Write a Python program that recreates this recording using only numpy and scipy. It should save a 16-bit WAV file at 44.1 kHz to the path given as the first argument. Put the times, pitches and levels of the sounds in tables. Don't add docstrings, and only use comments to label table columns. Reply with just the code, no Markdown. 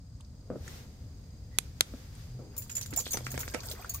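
import sys
import numpy as np
from scipy import signal
from scipy.fft import rfft, irfft
from scipy.io import wavfile

SR = 44100
rng = np.random.default_rng(int(sys.argv[2]) if len(sys.argv) > 2 else 0)


def dump_mix(stems):
    frames = np.atleast_2d(stems).T
    limited = np.clip(frames, -1, 1)
    pcm = np.round(limited * 32767).astype(np.int16)
    wavfile.write(sys.argv[1], SR, pcm)


N = 176400

# frequency in Hz, level in dB.
AIR_COLOUR = [(18, -36), (40, -5.5), (70, -2), (115, -3.5), (150, -11), (200, -16.5), (260, -19),
              (380, -37.5), (520, -34), (950, -42), (1500, -47), (2800, -67), (4000, -47), (5200, -44.5),
              (6500, -50.5), (8200, -45), (10000, -68), (13000, -65), (16000, -64)]
# frequency in Hz, correlation.
AIR_LIKENESS = [(100, 0.99), (300, 0.96), (800, 0.37), (2000, 0.11), (8000, 0.068)]
# centre in Hz, width in Hz, level in dB.
INSECT_BANDS = [(4847, 200, -71.5), (6590, 280, -75)]
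# time in seconds, level in dB.
INSECT_LEVEL = [(0, -2.5), (1, 0.5), (1.35, 0.5), (2, 1), (2.4, 4), (4, 7)]
RUSTLE_LEVEL = [(0, -73), (.5, -70), (.6, -61), (.68, -50.5), (.78, -52), (.88, -63), (1.1, -66.5),
                (1.5, -67.5), (1.64, -57.5), (1.74, -64), (1.86, -56.5), (2.0, -57), (2.1, -60.5),
                (2.2, -56.5), (2.35, -63.5), (2.55, -66), (4, -56)]
LAP_LEVEL = [(0, -90), (.45, -59.5), (.6, -56), (.82, -56), (1, -60.5), (1.8, -62.5), (1.96, -59.5),
             (2.15, -64), (2.36, -59), (2.44, -51.5), (2.65, -62), (3.3, -55.5), (4, -65)]
# frequency in Hz, dB.
RUSTLE_SPECTRUM = [(300, 7), (1000, 3), (2000, 5), (2800, 1.5), (3600, 4), (6000, 3.5), (10000, -6.5),
                   (13000, -3), (16000, -7)]
LAP_SPECTRUM = [(100, 0), (250, -3.5), (500, -6), (900, -19.5), (2500, -36), (8000, -74)]
BUMP_SPECTRUM = [(50, -26), (130, 5.5), (270, 2.5), (550, 2), (850, -14.5), (1050, -20.5), (1300, -10),
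                 (1500, -20), (2500, -32.5), (8000, -59)]
SNAP_SPECTRUM = [(100, -3), (500, -2.5), (1300, -3), (2200, 0), (2900, -1.5), (3350, 7.5), (4200, 4),
                 (4900, -0.5), (7200, 3), (9600, -3), (11600, -3), (13000, -33), (16000, -28)]
SPRAY_SPECTRUM = [(2500, 3), (4000, 0.5), (6500, 2), (9000, 2.5), (10600, -10), (12000, 6.5), (15500, 2.5)]
CLICK_SPECTRUM = [(500, -20.5), (3300, -3.5), (4500, -2.5), (6500, 3), (8800, -1.5), (12000, 0), (15500, 7)]
# start in seconds, level in dB, centre in Hz.
LEASH_TICKS = [(0.202, -43, 960), (0.208, -50.5, 3450), (0.207, -55, 8150), (0.248, -54, 4800),
               (0.678, -34, 1730), (0.679, -44.5, 6840), (2.152, -55.5, 7900)]
# start in seconds, level in dB, decay in seconds,
# treble tilt in dB per octave, blow over rattle in dB.
SHORE_BUMPS = [(0.5023, -29, 0.0092, -8, 3), (0.514, -38, 0.044, -6, -9), (0.5575, -33, .006, -16, 0),
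               (.5615, -37.5, 0.0056, -17, -3), (1.938, -40.5, .0095, 0, 1), (2.392, -41.5, 0.024, -8, -11)]
# start and length in seconds, pitch in Hz, level in dB.
FAINT_TONE = [(1.509, 0.073, 1950, -61)]
HUM_SWELLS = [(2.275, 0.18, 121.4, -38.5), (3.151, .33, 120.4, -38.5)]
# start in seconds, left and right level in dB,
# left and right treble tilt in dB per octave, body pitch in Hz, body level in dB.
CLOSE_SNAPS = [(1.5864, 0.5, 11, -8, 6.5, 2520, -22), (1.8083, 11, 14, -4.5, 0.5, 1330, -17.5)]
# start in seconds, pitch in Hz, level in dB, decay in seconds,
# rise in octaves per second.
LAKE_BUBBLES = [(1.939, 255, -40.5, 0.019, 2), (2.93, 260, -36, 0.016, 7.9), (2.970, 630, -39.5, 0.024, 29),
                (3.278, 1800, -47, 0.0088, 18), (3.334, 249, -39.5, 0.018, 3.6),
                (3.408, 1200, -46, 0.008, 19), (3.431, 1780, -36, 0.0051, 36),
                (3.519, 1610, -47, 0.0061, 2), (3.552, 500, -31, 0.0072, 0.97),
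                (3.554, 1305, -44, 0.023, 0.91), (3.648, 640, -44, 0.0074, 9.4),
                (3.71, 596, -40.5, 0.0066, 7.6), (3.737, 423, -37.5, 0.0046, 20),
                (3.795, 700, -42.5, 0.0093, 5.1), (3.791, 1064, -48, 0.011, 6.9),
                (3.846, 1250, -30, 0.003, 78), (3.905, 650, -48.5, 0.0081, 6.1),
                (3.948, 1083, -42.5, 0.011, 8.9)]
# time in seconds, patter level in dB, plop level in dB.
SPRAY_LEVELS = [(2.4, -110, -110), (2.55, -73, -63.5), (2.7, -61, -68), (2.9, -65, -63.5),
                (3.0, -61, -46.5), (3.045, -50, -72), (3.15, -49.5, -51), (3.22, -55, -61.5),
                (3.33, -51, -57.5), (3.41, -53, -51.5), (3.5, -50, -61), (3.57, -57.5, -50),
                (3.62, -58, -52.5), (3.705, -44, -55), (3.73, -60, -54.5), (3.82, -55.5, -53),
                (4, -72, -67)]
METAL_MODES = { "tag": [(6230, -19, .06), (6975, -1.5, .11), (7060, -2, .1), (7320, -7, .08),
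               (7450, -7, .08), (10230, -11, .14), (11600, -12, .07), (12935, -5.5, .14),
               (13000, -5.5, .14), (13120, -9, .09), (15385, -8, .11), (15490, -9, .1)],
               "ring": [(5890, -10, .06), (6088, -2, .07), (6240, -9, .05), (6462, -8, .05),
               (6540, -7, .06), (7130, -10, .06), (10900, -15, .08), (12470, -8, .09), (14970, -8, .08)],
               "clip": [(4500, -16, .07), (6590, -6, .06), (6713, -5, .08), (7520, -13, .05),
               (9800, -14, .09), (11750, -11, .06), (12730, -8.5, .12), (13350, -10, .07),
               (14730, -11, .07), (15140, -4, .13)]}
# start in seconds, piece, level in dB, treble tilt in dB per octave,
# relative click level in dB, right over left in dB.
COLLAR_CLINKS = [(2.566, "tag", -48, -0.5, 8, -2), (2.579, "tag", -36, 8, 8, -1.5),
                 (2.621, "tag", -44.5, -1.5, 3, 3.5), (2.696, "tag", -46, -9, 4, 4),
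                 (2.714, "tag", -40, -6, -30, 5), (2.752, "tag", -32.5, -5.5, -8.5, -2),
                 (2.7659, "tag", -33, -10.5, -11.5, 7.5), (2.8112, "ring", -38, -4, 1, -1),
                 (2.829, "ring", -45.5, -4.5, -4, 13), (2.859, "tag", -44, -2.5, -4, 0),
                 (2.906, "tag", -46.5, -1, 0.5, -3), (2.9621, "tag", -33.5, 5, 8, -1),
                 (2.9741, "tag", -31, -16, -21, 9.5), (2.989, "tag", -32, -0.5, -15, 1),
                 (3.004, "ring", -36.5, -2.5, 1, 0), (3.108, "clip", -31.5, -7, -20, 4),
                 (3.1167, "clip", -30, -1, -10, -6), (3.132, "ring", -26, -4.5, -8.5, -1),
                 (3.1349, "ring", -32, -8, -18, 9), (3.3046, "clip", -37, -5, -17, 2.5),
                 (3.317, "clip", -41, 0, 5, 0), (3.3924, "clip", -38, 1.5, 5, 2),
                 (3.405, "clip", -32.5, -1, 0.5, 1), (3.633, "clip", -51, -4, 6, 0),
                 (3.7141, "ring", -44, -0.5, 11, 0), (3.8937, "clip", -28, -5, -17, 1.5),
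                 (3.938, "clip", -45.5, 8, 10, -9), (3.944, "clip", -34, 2, 3, 0)]
# start in seconds, bass, middle and treble level in dB,
# decay in seconds, blow over splatter in dB, right over left in dB.
EAR_SLAPS = [(2.695, -60, -46, -63, 0.0054, -8, 10), (2.779, -47, -41.5, -38, .0051, -15, 1),
             (2.813, -50, -51, -40, 0.0043, 1, 5), (2.860, -60, -43, -33, 0.002, 9, -1),
             (2.926, -37, -38.5, -63, 0.0041, -21, 10.5), (2.9356, -40, -41, -34.5, 0.0051, 0, 4),
             (3.060, -73, -49, -41.5, 0.01, -18, 1), (3.0655, -31.5, -31.5, -44, 0.0025, 9, -0.5),
             (3.1425, -30, -35, -47, 0.0049, 0, 5.5), (3.1705, -29, -28.5, -26, 0.0036, -2, -1.5),
             (3.207, -34.5, -45, -50, 0.0024, 5, -2), (3.2662, -37, -26, -36, 0.0034, 3, -0.5),
             (3.341, -38, -42.5, -44, 0.009, -5, 5.5), (3.3763, -24, -24, -26.5, 0.002, 0, -2),
             (3.431, -53, -28, -55, 0.002, -7, -2), (3.478, -36, -32, -37, 0.0034, 13, -1),
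             (3.537, -39, -37, -38.5, 0.0063, -15, -2), (3.5425, -30.5, -36, -31.5, .002, 10, 10),
             (3.5457, -24, -26.5, -32, 0.002, 9, 16.5), (3.5497, -29, -29, -54, 0.002, 0, -5),
             (3.564, -45, -60, -66, 0.005, -8, 9)]
SLAP_BANDS_HZ = [(180, 670), (1200, 2360), (3300, 8700)]
# start in seconds, level in dB, centre in Hz, length in seconds.
FLINGS = [(2.825, -45, 5930, 0.015), (2.992, -45, 5700, .03), (3.055, -46, 4330, 0.048),
          (3.244, -55, 5740, 0.032), (3.262, -47, 6400, 0.023), (3.484, -47, 6400, .012),
          (3.603, -45, 5900, .012), (3.657, -51, 7180, .012), (3.686, -46, 5400, .02),
          (3.713, -43, 4740, 0.017)]


def amp(db):
    return 10 ** (np.asarray(db) / 20)


def unit(x):
    return x / np.sqrt(np.mean(x ** 2) + 1e-20)


def read(points, hz):
    knots_hz, values = np.transpose(points)
    return np.interp(np.log(hz + 1), np.log(knots_hz + 1), values)


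def level(points, column=1):
    rows = np.array(points)
    return amp(np.interp(np.arange(N) / SR, rows[:, 0], rows[:, column]))


def add(mix, start, sound, right_db=0):
    part = mix[:, round(start * SR):][:, :sound.shape[-1]]
    part += (amp([[-right_db / 2], [right_db / 2]]) * sound)[:, :part.shape[1]]


def colour(x, points, tilt_db=0):
    hz = abs(np.fft.fftfreq(4096, 1 / SR))
    log_gain = np.log(amp(read(points, hz) + tilt_db * np.log2(1 + hz / 3000)))
    minimum_phase = np.exp(np.conj(signal.hilbert(log_gain)))
    taps = np.fft.ifft(minimum_phase).real[:len(hz) // 2]
    return signal.fftconvolve(x, taps[None] / np.linalg.norm(taps), axes=1)[:, :x.shape[1]]


def band(x, lo_hz, hi_hz):
    sos = signal.butter(2, [lo_hz, min(hi_hz, SR / 2 - 1000)], "band", fs=SR, output="sos")
    return signal.sosfilt(sos, x)


def pair(size, apart=0.53):
    mid, side = rng.standard_normal((2, size))
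    return unit(np.array([mid + apart * side, mid - apart * side]))


def blow(rattle, start, db):
    out = rattle / np.linalg.norm(rattle, axis=1, keepdims=True)
    out[:, round(start * SR)] -= amp(db)
    return out


def echo(x, t60=0.13):
    t = np.arange(SR // 2) / SR
    tail = rng.standard_normal((2, len(t))) * amp(-60 * t / t60) * (t > .003)
    return signal.fftconvolve(x, tail / np.linalg.norm(tail[0]), axes=1)[:, :N]


def air(db=-46, sway_db=1.5):
    hz = np.fft.rfftfreq(N, 1 / SR)
    left, other = rfft(rng.standard_normal((2, N)))
    alike = np.clip(read(AIR_LIKENESS, hz), -1, 1)
    right = alike * left + np.sqrt(1 - alike ** 2) * other
    spectrum = np.array([left, right]) * amp(read(AIR_COLOUR, hz))
    low = 1 / (1 + (hz / 250) ** 4)
    sway = unit(irfft(rfft(rng.standard_normal(N)) * (hz < 9), N))
    rumble = irfft(spectrum * low, N) * amp(sway_db * sway)
    hiss = irfft(spectrum * (1 - low), N)
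    return amp(db) * unit(rumble + hiss) * amp([[.4], [-.4]])


def insects(throb_db=2):
    throb = unit(amp(throb_db * unit(band(rng.standard_normal(N), 11, 44))))
    shrill = sum(amp(db) * unit(band(pair(N, 1.0), hz - width / 2, hz + width / 2))
                 for hz, width, db in INSECT_BANDS)
    return level(INSECT_LEVEL) * throb * shrill


def rustle():
    return level(RUSTLE_LEVEL) * colour(pair(N, 1.0), RUSTLE_SPECTRUM)


def lapping():
    return level(LAP_LEVEL) * colour(pair(N, 0.073), LAP_SPECTRUM)


def leash(decay=.004):
    out, t = np.zeros((2, N)), np.arange(SR // 5) / SR
    for start, db, hz in LEASH_TICKS:
        burst = 3 * pair(len(t)) * np.exp(-t / decay)
        add(out, start, amp(db) * band(burst, hz * .84, hz * 1.19))
    return out


def bumps():
    out, t = np.zeros((2, N)), np.arange(SR // 5) / SR
    for start, db, decay, tilt_db, blow_db in SHORE_BUMPS:
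        shape = np.exp(-t / decay)
        impact = blow(pair(len(t), 0.31) * shape, 0, blow_db)
        knock = unit(colour(impact, BUMP_SPECTRUM, tilt_db))
        add(out, start, amp(db) * knock * np.sqrt(np.mean(shape ** 2)), right_db=-1)
    return out


def faint_tone():
    out = np.zeros((2, N))
    for start, length, hz, db in FAINT_TONE:
        t = np.arange(0, length, 1 / SR)
        tone = unit(band(pair(SR // 4), hz - 50, hz + 50))[:, :len(t)]
        add(out, start, amp(db) * np.sin(np.pi * t / length) * tone)
    return out


def snaps(left_lag_s=.00044, reflection_s=0.0029, echo_db=-28.5):
    out, t = np.zeros((2, N)), np.arange(SR // 20) / SR
    for start, left_db, right_db, left_tilt, right_tilt, body_hz, body_db in CLOSE_SNAPS:
        crack = rng.standard_normal((2, len(t))) * np.exp(-t / 0.0017)
        crack *= amp(-10) / np.linalg.norm(crack, axis=1, keepdims=True)
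        crack[:, 0] += 1
        crack[:, round(reflection_s * SR)] += amp(-20)
        body = amp(body_db) * np.exp(-t / 0.0015) * np.cos(2 * np.pi * body_hz * t)
        left = body + amp(left_db) * colour(crack, SNAP_SPECTRUM, left_tilt)
        right = body + amp(right_db) * colour(crack, SNAP_SPECTRUM, right_tilt)
        add(out, start + left_lag_s, left * [[1], [0]])
        add(out, start, right * [[0], [1]])
    return out + amp(echo_db) * echo(out)


def bubbles():
    out, t = np.zeros((2, N)), np.arange(SR // 25) / SR
    for start, hz, db, decay, rise in LAKE_BUBBLES:
        turns = np.cumsum(hz * 2 ** (rise * np.minimum(t, 3 * decay))) / SR
        shape = (1 - np.exp(-t / 0.00026)) * np.exp(-t / decay) * (1 - (t / t[-1]) ** 4)
        tone = np.sin(2 * np.pi * turns + np.array([[0], [.6]]))
        add(out, start, amp(db) * shape * tone, right_db=1)
    return out


def hum():
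    out = np.zeros((2, N))
    for start, length, hz, db in HUM_SWELLS:
        t = np.arange(0, length, 1 / SR)
        tone = np.sin(2 * np.pi * hz * t * (1 + 0.17 * t))
        add(out, start, amp(db) * np.sin(np.pi * t / length) * tone)
    return out


def drops(lo_hz, hi_hz, per_s, cycles, rise, pitches, per_group, clump_hz=60, clump_db=3.5):
    out = np.zeros((2, N))
    for group in np.geomspace(lo_hz, hi_hz, pitches).reshape(-1, per_group):
        knots = np.minimum(rng.standard_normal(int(clump_hz * N / SR) + 2), 2)
        clump = amp(clump_db * np.interp(np.arange(N) * clump_hz / SR, np.arange(len(knots)), knots))
        for hz in group:
            age = np.arange(int(5 * cycles * SR / hz) + 2) * hz / SR / cycles
            phase = 2 * np.pi * cycles * (age + rise * age ** 2) + rng.normal(0, 1.0, (2, 1))
            ping = (1 - np.exp(-age * 8)) * np.exp(-age) * np.sin(phase)
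            lands = rng.random(N) < per_s / pitches / SR
            hits = clump * lands * amp(2.8 * np.minimum(rng.exponential(1, N), 4))
            out += signal.oaconvolve(hits[None], ping * np.sqrt(hz), axes=1)[:, :N]
    return unit(out)


def spray():
    patter = drops(3176, 15150, per_s=1800, cycles=9, rise=0.015, pitches=24, per_group=12)
    patter = unit(colour(patter, SPRAY_SPECTRUM))
    plops = drops(372, 2718, per_s=750, cycles=6.5, rise=0.018, pitches=30, per_group=6)
    return level(SPRAY_LEVELS) * patter + level(SPRAY_LEVELS, column=2) * plops


def links(t, tilt_db, count=10, t60=.06):
    hz = rng.uniform(5400, 15500, (count, 1))
    phase = 2 * np.pi * rng.random((2, count, 1))
    fade = amp(-14 + tilt_db * np.log2(hz / 9000) - 60 * t / t60)
    return (fade * np.sin(2 * np.pi * hz * t + phase)).sum(1)


def collar(detune=.002, mute_s=.062, click_s=0.0069, chatter_s=0.019, chatter_per_s=2800):
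    out, t = np.zeros((2, N)), np.arange(SR // 4) / SR
    for start, piece, db, tilt_db, click_db, right_db in COLLAR_CLINKS:
        ring = links(t, tilt_db)
        for hz, mode_db, t60 in METAL_MODES[piece]:
            phase = 2 * np.pi * rng.random() + np.array([[0], [1.3]]) * rng.standard_normal()
            swing = unit(1 + .5 * unit(band(rng.standard_normal(len(t)), 35, 186)))
            fade = amp(mode_db + tilt_db * np.log2(hz / 9000) - 60 * t / t60)
            detuned_hz = hz * (1 + detune * rng.standard_normal())
            ring += swing * fade * np.sin(2 * np.pi * detuned_hz * t + phase)
        ring *= (1 - np.exp(-t / 0.00064)) * np.exp(-(t / mute_s) ** 2)
        contacts = unit(pair(len(t), 0.71) * (rng.random(len(t)) < chatter_per_s / SR))
        chatter = amp(-3) * contacts * np.exp(-t / chatter_s)
        click = colour(pair(len(t), 1.0) * np.exp(-t / click_s) + chatter, CLICK_SPECTRUM, tilt_db)
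        add(out, start, amp(db) * (ring + amp(click_db) * click), right_db)
    return out


def ears(tail_db=-26, tail_s=0.041):
    out, t = np.zeros((2, N)), np.arange(SR // 8) / SR
    for start, bass_db, mid_db, top_db, decay, blow_db, right_db in EAR_SLAPS:
        shape = (1 - np.exp(-t / 0.0013)) * (np.exp(-t / decay) + amp(tail_db) * np.exp(-t / tail_s))
        splatter = pair(len(t), 1.0) * shape
        slap = blow(splatter, .0011, blow_db)
        for db, drive, edges in zip((bass_db, mid_db, top_db), (slap, slap, splatter), SLAP_BANDS_HZ):
            add(out, start, amp(db) * unit(band(drive, *edges)) * np.sqrt(np.mean(shape ** 2)), right_db)
    return out


def spatter(drops_per_s=2000):
    out = np.zeros((2, N))
    for start, db, hz, length in FLINGS:
        t = np.arange(0, length, 1 / SR)
        hits = pair(len(t), 0.55) * (rng.random(len(t)) < drops_per_s / SR)
        burst = unit(band(hits * (1 - t / length), hz * 0.69, hz * 1.08))
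        add(out, start, amp(db) * burst, right_db=1)
    return out


def scene(right_lag_s=.00012, echo_db=-10.5):
    left, right = collar() + ears() + spatter() + spray() + bubbles() + lapping()
    lake = np.array([left, np.pad(right, (round(right_lag_s * SR), 0))[:N]])
    lake += amp(echo_db) * echo(lake)
    shore = bumps() + leash() + rustle() + snaps()
    return lake + shore + air() + insects() + faint_tone() + hum()


def record(dry, ceiling=.86, edge_hz=15750):
    overloaded = ceiling * np.tanh(dry / ceiling)
    taps = signal.firwin(201, edge_hz, window=("kaiser", 8), fs=SR)
    return signal.oaconvolve(overloaded, taps[None], "same", axes=1)


dry = scene()
out = record(dry)
dump_mix(out)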